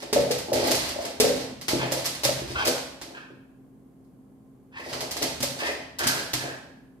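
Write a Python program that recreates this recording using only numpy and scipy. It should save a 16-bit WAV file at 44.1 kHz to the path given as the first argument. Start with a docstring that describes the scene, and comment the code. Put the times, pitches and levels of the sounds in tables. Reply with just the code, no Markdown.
"""Claws tick and skid on laminate as an excited dog spins and hops in a bare, echoing hallway.
A claw is a broadband impulse and scratch, a paw pad a blow that rings the boards, a slide a train of
random clicks, and a huff turbulent noise through throat and mouth resonances. The floor booms, diffuse
echo and standing waves answer, and an appliance hums over the air noise of the house.
Two microphone ports a hand apart hear it with small differences of level, delay and colour."""
import sys
import numpy as np
from scipy import signal
from scipy.fft import rfft, irfft
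from scipy.io import wavfile

SR = 44100
rng = np.random.default_rng(int(sys.argv[2]) if len(sys.argv) > 2 else 0)


def file_out(sig):
    """Save sig as 16-bit WAV at sys.argv[1]."""
    # one column per channel
    cols = np.atleast_2d(sig).T
    # limit, then scale
    lim = np.clip(cols, -1, 1)
    pcm = np.round(lim * 32767).astype(np.int16)
    wavfile.write(sys.argv[1], SR, pcm)


N = 308700

# Relative spectral density of claw on laminate: (f/Hz, level/dB)
CLAW_SPECTRUM = [(530, -6), (900, 2.5), (1250, -6.5), (1880, -2.5), (3430, -1), (4860, 5), (6410, -1.5),
                 (11800, -5), (15100, -5), (16000, -53)]


def from_db(db):
    """Amplitude ratio of a level: 20 dB is a factor of ten."""
    return 10 ** (np.asarray(db) / 20)


def rms_one(x):
    """Normalisation to unit root-mean-square amplitude."""
    return x / np.sqrt(np.mean(x ** 2) + 1e-20)


def at_hz(points, hz):
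    """Interpolation of a curve along logarithmic frequency."""
    points = np.array(points)
    return np.interp(np.log(hz), np.log(points[:, 0]), points[:, 1])


def drift(rate_hz):
    """Low-passed noise: a random fluctuation of unit spread, with a double pole at rate_hz."""
    step = 40                                   # samples between computed values
    warm_up = 2000                              # values dropped while the filter settles
    r = np.exp(-2 * np.pi * rate_hz * step / SR)
    white = rng.standard_normal(N // step + warm_up + 2)
    slow = signal.lfilter([1], [1, -2 * r, r * r], white)[warm_up:]
    return np.interp(np.arange(N) / step, np.arange(len(slow)), rms_one(slow))


def resonator(hz, width_hz):
    """Two-pole resonance: numerator and denominator for a gain of about 1 at the peak."""
    r = np.exp(-np.pi * width_hz / SR)
    zeros = [(1 - r * r) / 2, 0, (r * r - 1) / 2]
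    return zeros, [1, -2 * r * np.cos(2 * np.pi * hz / SR), r * r]


def resonate(x, hz, width_hz):
    """Forced response of one fixed resonance."""
    return signal.lfilter(*resonator(hz, width_hz), x)


def moving_resonance(x, centre_hz, width_hz):
    """Time-varying resonance: its centre glides in steps of 256 samples and its state carries over."""
    state, y = np.zeros(2), np.zeros(N)
    for i in range(0, N, 256):
        zeros, poles = resonator(centre_hz[i], width_hz)
        y[i:i + 256], state = signal.lfilter(zeros, poles, x[i:i + 256], zi=state)
    return y


def ring(length, hz, t60):
    """Free damped vibration: a sine that falls by 60 dB in t60 seconds."""
    t = np.arange(length) / SR
    return np.sin(2 * np.pi * hz * t) * from_db(-60 * t / t60)


def grains(per_s, spread_db):
    """Poisson-like impulse train: random clicks of uneven size and either sign."""
    sizes = from_db(spread_db * np.minimum(rng.exponential(1, N), 5))
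    sizes = sizes * rng.choice([-1, 1], N)
    return sizes * (rng.random(N) < per_s / SR) + 1e-9


def coloured(x, spectrum, tilt_db=0):
    """Spectral shaping: a curve plus a tilt in dB per octave, zero at 4 kHz and level below 1 kHz."""
    hz = np.maximum(np.fft.rfftfreq(len(x), 1 / SR), 10)
    tilt = tilt_db * np.log2(np.maximum(hz, 1000) / 4000)
    return irfft(rfft(x) * from_db(at_hz(spectrum, hz) + tilt), len(x))


def bands(length):
    """Spatial coherence of a diffuse field: half-octave stereo noise, more alike in bass than treble."""
    # Left-right correlation of diffuse sound: (f/Hz, correlation)
    likeness = [(60, 0.36), (130, 0.61), (250, 0.9), (500, 0.54), (1000, 0.12), (4000, 0.014)]
    white = rng.standard_normal((2, 2, length))       # neighbouring bands take turns at two noises
    edges = 25 * 2 ** np.arange(0, 9.6, .5)
    for k, (low, high) in enumerate(zip(edges, edges[1:])):
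        band_pass = signal.butter(2, [low, high], "band", fs=SR, output="sos")
        mid, side = signal.sosfilt(band_pass, white[k % 2])
        hz = np.sqrt(low * high)
        alike = np.clip(at_hz(likeness, hz), -1, 1)
        yield hz, np.sqrt(1 + alike) * mid + np.sqrt(1 - alike) * side * [[1], [-1]]


def swell(start, length, attack_s, t60):
    """Envelope of one effort: squared rise, hold until its length is over, exponential decay."""
    age = np.arange(N) / SR - start
    decay = from_db(-60 * np.maximum(age - length, 0) / t60)
    return np.clip(age / attack_s, 0, 1) ** 2 * decay


def claws():
    """Impulse excitation: each strike is a sharp crack and a gritty scratch that swells and dies.
    Returns what reaches the two ports and the blow that fills the hall."""
    # Claw strikes: (t/s, relative strength/dB, lean to the left/dB before clipping and port weights,
    # tilt/dB per octave)
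    strike_list = [(0.023, -17.5, -5, -4), (0.129, -1.5, -2, -1.5), (0.3106, -4.5, 2.5, -1),
                   (0.384, -13, -2, -1), (0.5314, -6, -2, 0), (0.67, -17.5, 3, 7),
                   (0.7108, 0.5, -0.5, -0.5), (0.746, -5, 1, 1), (0.886, -13.5, 9, -0.5),
                   (1.051, -11.5, 6, -2), (1.2005, 3, 3, 0), (1.205, -10.5, 6.5, -2.5),
                   (1.613, -16.5, -1.5, -1.5), (1.6826, -1, 5, -2), (1.711, -9.5, 6, -1),
                   (1.9149, -11.5, 0, -4), (1.921, -5.5, -5.5, 1.5), (2.0454, -11, 0, -1.5),
                   (2.057, -4, -4, 0.5), (2.1499, -16, -4.5, -2), (2.2349, -4.5, 7.5, -1),
                   (2.245, 1.5, 5, -0.5), (2.652, -5, -3, 0), (2.673, -0.5, 3, 0), (2.7796, -15.5, 0, -4),
                   (3.0149, -15.5, -1, -2), (4.044, -56, 5, 1.5), (4.9301, -10, -0.5, -4.5),
                   (5.007, -9, -2, -1.5), (5.1108, -9.5, -3, 0), (5.1679, -10, -4, -1.5),
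                   (5.223, -3.5, 2, -0.5), (5.4044, -11.5, -0.5, -1), (5.4266, -2.5, -2.5, 0),
                   (5.9874, -8.5, 6, 1), (6.036, -6.5, -10.5, -4), (6.0706, 1.5, 2.5, 1),
                   (6.334, -2, 2, -1)]
    scratch_s, grit_db = .007, 8      # decay time and unevenness of the scratch
    scratch_db = 4.5                  # energy of the scratch against the crack
    lag_s_per_db = .00003
    size, lead = 2048, 128
    out = np.zeros((3, N + size))
    t = np.arange(size) / SR
    age = t / scratch_s
    crack = (t == 0) * 1.
    whole = crack * np.hypot(1, from_db(scratch_db))      # the energy of both, in one blow
    noise = rng.standard_normal((len(strike_list), size))
    grit = rng.standard_normal((len(strike_list), size // 16))
    for (s, level_db, lean_db, tilt_db), hiss, rough in zip(strike_list, noise, grit):
        scratch = from_db(grit_db * np.repeat(rough, 16)) * hiss * np.minimum(8 * age, 1) * np.exp(-age)
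        scratch = from_db(scratch_db) * scratch / np.linalg.norm(scratch)
        side = np.clip(lean_db, -9, 9)
        # rows: left port, right port, hall
        for row, (weight, burst) in enumerate([(0.64, crack + scratch), (-0.71, crack + scratch), (0, whole)]):
            tick = coloured(np.roll(burst, lead), CLAW_SPECTRUM, tilt_db)
            tick = np.roll(tick, 6 - lead)[:size - lead]      # six samples stay ahead of the crack
            at = round((s - weight * side * lag_s_per_db) * SR)      # the nearer port: louder and sooner
            out[row, at:at + len(tick)] += from_db(level_db + weight * side / 2) * tick
    return out[:2, :N], out[2, :N]


def thuds():
    """Modal response to a blow: a pad rings the board briefly and the body's weight adds a bass push."""
    # Paw landings: (t/s, board ringing level/dB, board f/Hz, low push level/dB)
    landings = [(0.128, -8.5, 403, -54), (0.161, -3, 590, -39.5), (0.171, -5.5, 489, -50),
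                (0.191, -9, 587, -33), (0.264, -23.5, 500, -58), (0.305, -7.5, 481, -43),
                (0.519, -5.5, 561, -34), (0.549, -18.5, 595, -51.5), (0.599, -12, 496, -45),
                (0.719, -25.5, 594, -35.5), (0.96, -17.5, 590, -66), (0.988, -14, 623, -49.5),
                (1.2, -3, 445, -61.5), (1.242, -2.5, 489, -33.5), (1.269, -15.5, 530, -48),
                (1.297, -12, 548, -44), (1.339, -16.5, 310, -43.5), (1.496, -25, 248, -55),
                (1.684, -24.5, 302, -43), (1.733, -6.5, 319, -32.5), (1.759, -29, 322, -51),
                (1.809, -26.5, 300, -33.5), (1.84, -29, 304, -43.5), (1.919, -14, 560, -60),
                (1.969, -16, 590, -38.5), (2.252, -11.5, 558, -29.5), (2.289, -9.5, 598, -56.5),
                (2.419, -17.5, 339, -41), (2.504, -20, 350, -39), (2.655, -22.5, 660, -47),
                (2.681, -13, 500, -54), (3.017, -29.5, 314, -51), (3.304, -29.5, 353, -52.5),
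                (4.916, -22, 630, -43.5), (5.222, -23.5, 313, -44), (5.405, -20, 253, -37),
                (5.434, -15.5, 568, -63.5), (6.06, -16, 265, -40), (6.336, -19.5, 292, -31.5)]
    board_t60_s, push_hz, push_t60_s = 0.028, 135.5, 0.16
    size = 8192
    out = np.zeros(N + size)
    low = ring(size, push_hz, push_t60_s)
    soft = 1 - np.exp(-np.arange(size) / SR / 0.0019)      # the pad cushions the onset
    for s, level_db, hz, low_db in landings:
        board = ring(size, hz, board_t60_s)
        board += 0.32 * ring(size, .62 * hz, board_t60_s)
        board += 0.21 * ring(size, 1.38 * hz, 1.1 * board_t60_s)
        at = round(s * SR)
        out[at:at + size] += soft * (from_db(level_db) * board + from_db(low_db) * low)
    return out[:N]


def shuffles():
    """Stick-and-bump friction: uneven pad bumps excite the boards; claws scrape as dense fine clicks."""
    # Paw slides: (start t/s, length/s, pad rumble level/dB, claw scrape level/dB)
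    slides = [(-.03, 0.033, -37, -47), (.13, .08, -47.5, -42), (0.262, 0.069, -40.5, -49.5),
              (0.457, .05, -46, -59), (0.519, 0.18, -36.5, -37.5), (0.745, 0.13, -43, -39),
              (0.986, 0.079, -42.5, -45.5), (1.18, 0.05, -50.5, -56), (1.23, 0.042, -55, -40),
              (1.337, 0.076, -39.5, -48.5), (1.695, 0.048, -31, -40.5), (1.8, 0.193, -46.5, -51.5),
              (1.948, 0.071, -47, -53), (2.103, 0.044, -61.5, -52.5), (2.218, 0.065, -36, -57),
              (2.32, 0.089, -58, -48), (2.46, 0.19, -46.5, -50), (2.594, 0.054, -38, -56),
              (2.84, 0.037, -57.5, -66), (3.023, 0.09, -48, -77), (4.749, 0.11, -50.5, -53.5),
              (4.87, 0.13, -42, -48.5), (5.09, 0.098, -48, -53.5), (5.196, 0.037, -41, -40),
              (5.373, 0.035, -42, -75), (5.556, 0.15, -36.5, -45), (5.976, 0.11, -32.5, -58.5),
              (6.14, 0.055, -54, -43), (6.273, 0.098, -51, -60.5), (6.384, 0.11, -49, -62),
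              (6.52, 0.038, -51.5, -73)]
    # Board resonances under a dragged pad: (f/Hz, width/Hz, relative level/dB)
    boards = [(317.6, 130, 3), (500, 270, -2), (636, 123, 7), (856, 72, -2)]
    attack_s, t60_s = .025, 0.27
    bumps = grains(350, spread_db=8.0)
    rumble = 0
    for k, (hz, width, db) in enumerate(boards):
        mode = resonate(resonate(bumps, hz, width), hz, 2 * width)
        rumble = rumble + (-1) ** k * from_db(db) * mode      # alternate signs
    scrape = coloured(grains(3000, spread_db=6.0), CLAW_SPECTRUM, tilt_db=-4.0)
    scrape = signal.sosfilt(signal.butter(2, 1300, "high", fs=SR, output="sos"), scrape)
    pad, claw = sum(from_db([[pad_db], [claw_db]]) * swell(s, length, attack_s, t60_s)
                    for s, length, pad_db, claw_db in slides)
    return pad * rms_one(rumble) + claw * rms_one(scrape)


def floor_boom():
    """Random excitation of low modes: the shifting weight shakes the whole floor."""
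    # Level of the boom in each of two bouts of spinning: lists of (t/s, level/dB)
    bouts = [
        [(0.0, -77), (0.2, -48), (0.51, -57), (0.53, -42), (0.75, -41.5), (1.15, -62), (1.26, -45), (1.68, -72),
         (1.72, -62), (2.03, -49), (2.06, -67), (2.49, -39.5), (3.1, -76)],
        [(4.75, -57), (5.06, -55.5), (5.51, -52), (5.63, -68), (5.65, -54), (5.96, -57), (6.06, -52.5),
         (6.36, -60), (6.38, -59), (6.47, -59), (6.63, -80), (6.67, -61), (6.8, -78.5)],
    ]
    shake, t = rng.standard_normal(N), np.arange(N) / SR
    boom = resonate(resonate(shake, 76, 25), 68, 40)
    boom += .3 * resonate(resonate(shake, 61, 12), 54, 30)
    gain = sum(from_db(np.interp(t, *np.transpose(bout), left=-120, right=-120)) for bout in bouts)
    return gain * rms_one(boom)


def huffs():
    """Source and filter: turbulent breath through steady throat resonances and a moving mouth one."""
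    # Huffs of the dog: (start t/s, rise/s, length/s, level/dB, mouth f/Hz at start, mouth f/Hz at end,
    # throat gain against mouth/dB, fade t60/s)
    efforts = [(1.765, 0.039, 0.08, -38.5, 1653, 1780, 3.5, .2),
               (2.537, .03, 0.083, -32, 1400, 1562, -1, 0.3),
               (3.13, 0.022, 0.076, -47.5, 1548, 1620, -6.5, 0.34),
               (4.704, 0.063, 0.1, -43.5, 1600, 1940, -5, .4),
               (5.578, .03, 0.12, -34.5, 1710, 2012, -3.5, 0.11),
               (5.979, 0.022, 0.044, -30, 1620, 1700, -5.5, 0.26),
               (6.044, 0.016, 0.046, -32.5, 1700, 1600, -10.5, 0.66),
               (6.372, 0.038, 0.074, -39.5, 1745, 1670, -9.5, 0.49)]
    # Steady throat resonances: (f/Hz, width/Hz, relative level/dB)
    throat_modes = [(930, 260, -2), (2200, 350, -8), (2620, 200, -4), (3150, 300, -7), (4600, 1500, -20)]
    mouth_width_hz, flutter_db = 200, 2.8
    breath = rng.standard_normal(N) * from_db(flutter_db * drift(74.0))      # airway flutter roughens it
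    start, rise, length, level_db, first_hz, last_hz, throat_db, t60 = np.transpose(efforts)
    t = np.arange(N) / SR
    now = np.maximum(np.searchsorted(start, t) - 1, 0)      # the huff under way
    progress = np.clip((t - start[now]) / length[now], 0, 1)
    centre = first_hz[now] + (last_hz - first_hz)[now] * progress
    mouth = moving_resonance(breath, centre, mouth_width_hz)
    mouth = moving_resonance(mouth, centre, 4 * mouth_width_hz)
    throat = 0
    for k, (hz, width, db) in enumerate(throat_modes):
        mode = resonate(resonate(breath, hz, width), hz, 4 * width)
        throat = throat + (-1) ** k * from_db(db) * mode
    gain = sum(from_db(db) * swell(s, hold, up, fade)
               for s, up, hold, db, fade in zip(start, rise, length, level_db, t60))
    return gain * (mouth - from_db(throat_db[now]) * throat) / np.std(mouth)


def hallway(x):
    """Reverberation: near walls answer at once, then diffuse echo dies band by band over bass standing waves.
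    The dog keeps moving, so the sound is dealt in turn to three places with echoes of their own."""
    # Decay time of the diffuse echo: (f/Hz, t60/s)
    decay_times = [(60, 0.19), (150, 1), (400, 0.63), (900, 0.78), (1700, 0.81), (2900, 0.74), (6000, 0.6),
                   (10000, 0.62), (16000, 0.043)]
    # Standing waves: (f/Hz, relative level/dB, t60/s)
    modes = [(57.3, -9, 0.35), (75.7, -17, 0.27), (132.1, -8, 0.58), (161.7, -10, 1), (258, -7, 0.63),
             (310, -15, 0.34), (491, -9.5, 0.48), (568.5, -13.5, .4)]
    move_s = 1.1      # time the dog takes to come back to a place
    size, out = int(1.2 * SR), 0
    t, turn = np.arange(size) / SR, np.pi * np.arange(N) / SR / move_s
    standing = 0.003 * sum(from_db(db) * ring(size, hz, t60) for hz, db, t60 in modes)
    for place in range(3):
        echo = sum(band * from_db(-60 * t / at_hz(decay_times, hz)) for hz, band in bands(size))
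        echo = echo * (1 + 1.1 * np.exp(-t / 0.014))      # stronger early on, from the near walls
        echo = echo / np.sqrt(np.sum(echo ** 2) / 2)      # unit energy per port
        echo = (echo + standing) * np.clip((t - .001) / 0.0041, 0, 1)
        share = np.sqrt(2 / 3) * np.abs(np.cos(turn + place * np.pi / 3))      # total power constant
        out = out + signal.fftconvolve((share * x)[None], echo, axes=1)[:, :N]
    return out


def house():
    """Stationary background: steady sines share a wavering level as appliance hum, over diffuse air noise."""
    # Hum partials: (f/Hz, rms level/dB before the wavering)
    partials = [(53.8, -71.5), (129.2, -63.5), (263.8, -56), (398.4, -72.5), (463.0, -74.5), (1050, -85)]
    # Relative spectral density of the house's air noise: (f/Hz, level/dB)
    air_spectrum = [(25, -17.5), (55, -22), (130, -12.5), (190, -9.5), (260, -7.5), (400, -21.5),
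                    (600, -23), (1000, -32), (1500, -40.5), (2500, -46.5), (5000, -52.5), (8000, -48.5),
                    (11000, -47), (16000, -52)]
    t = np.arange(N) / SR
    waver = from_db(0.77 * drift(5.5))
    hum = waver * sum(np.sqrt(2) * from_db(db) * np.sin(2 * np.pi * hz * t) for hz, db in partials)
    air = sum(from_db(at_hz(air_spectrum, hz)) * band for hz, band in bands(N))
    return hum + from_db(-55) * rms_one(air)


def scene():
    """Superposition: direct sound with its delay between the ports, plus the hall, floor and house."""
    ticks, strikes = claws()
    blows, drag, breath = thuds(), shuffles(), huffs()
    body = blows + drag + breath
    port_lag_s = 0.00022
    late = np.interp(np.arange(N) - port_lag_s * SR, np.arange(N), body)      # later at the left port
    into_hall = from_db(6.0) * strikes + from_db(1.0) * blows
    into_hall += from_db(6.0) * drag + from_db(-2) * breath
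    return ticks + np.array([late, body]) + hallway(into_hall) + floor_boom() + house()


def record(dry):
    """Linear filtering: the ports differ a little in colour, deep bass falls away and the top is cut."""
    # Colour of the right port against the left, split evenly between them: (f/Hz, level/dB)
    port_colour = [(500, 0.2), (2000, 0.1), (4500, 2.5), (9000, 4.5), (14000, -3)]
    hz = np.maximum(np.fft.rfftfreq(N, 1 / SR), 10)
    ports = irfft(rfft(dry) * from_db(at_hz(port_colour, hz) * np.array([[-.5], [.5]])), N)
    ports = signal.sosfilt(signal.butter(3, 45, "high", fs=SR, output="sos"), ports)
    return signal.sosfilt(signal.cheby2(12, 70, 16700, fs=SR, output="sos"), ports)


dry = scene()
out = record(dry)
file_out(out)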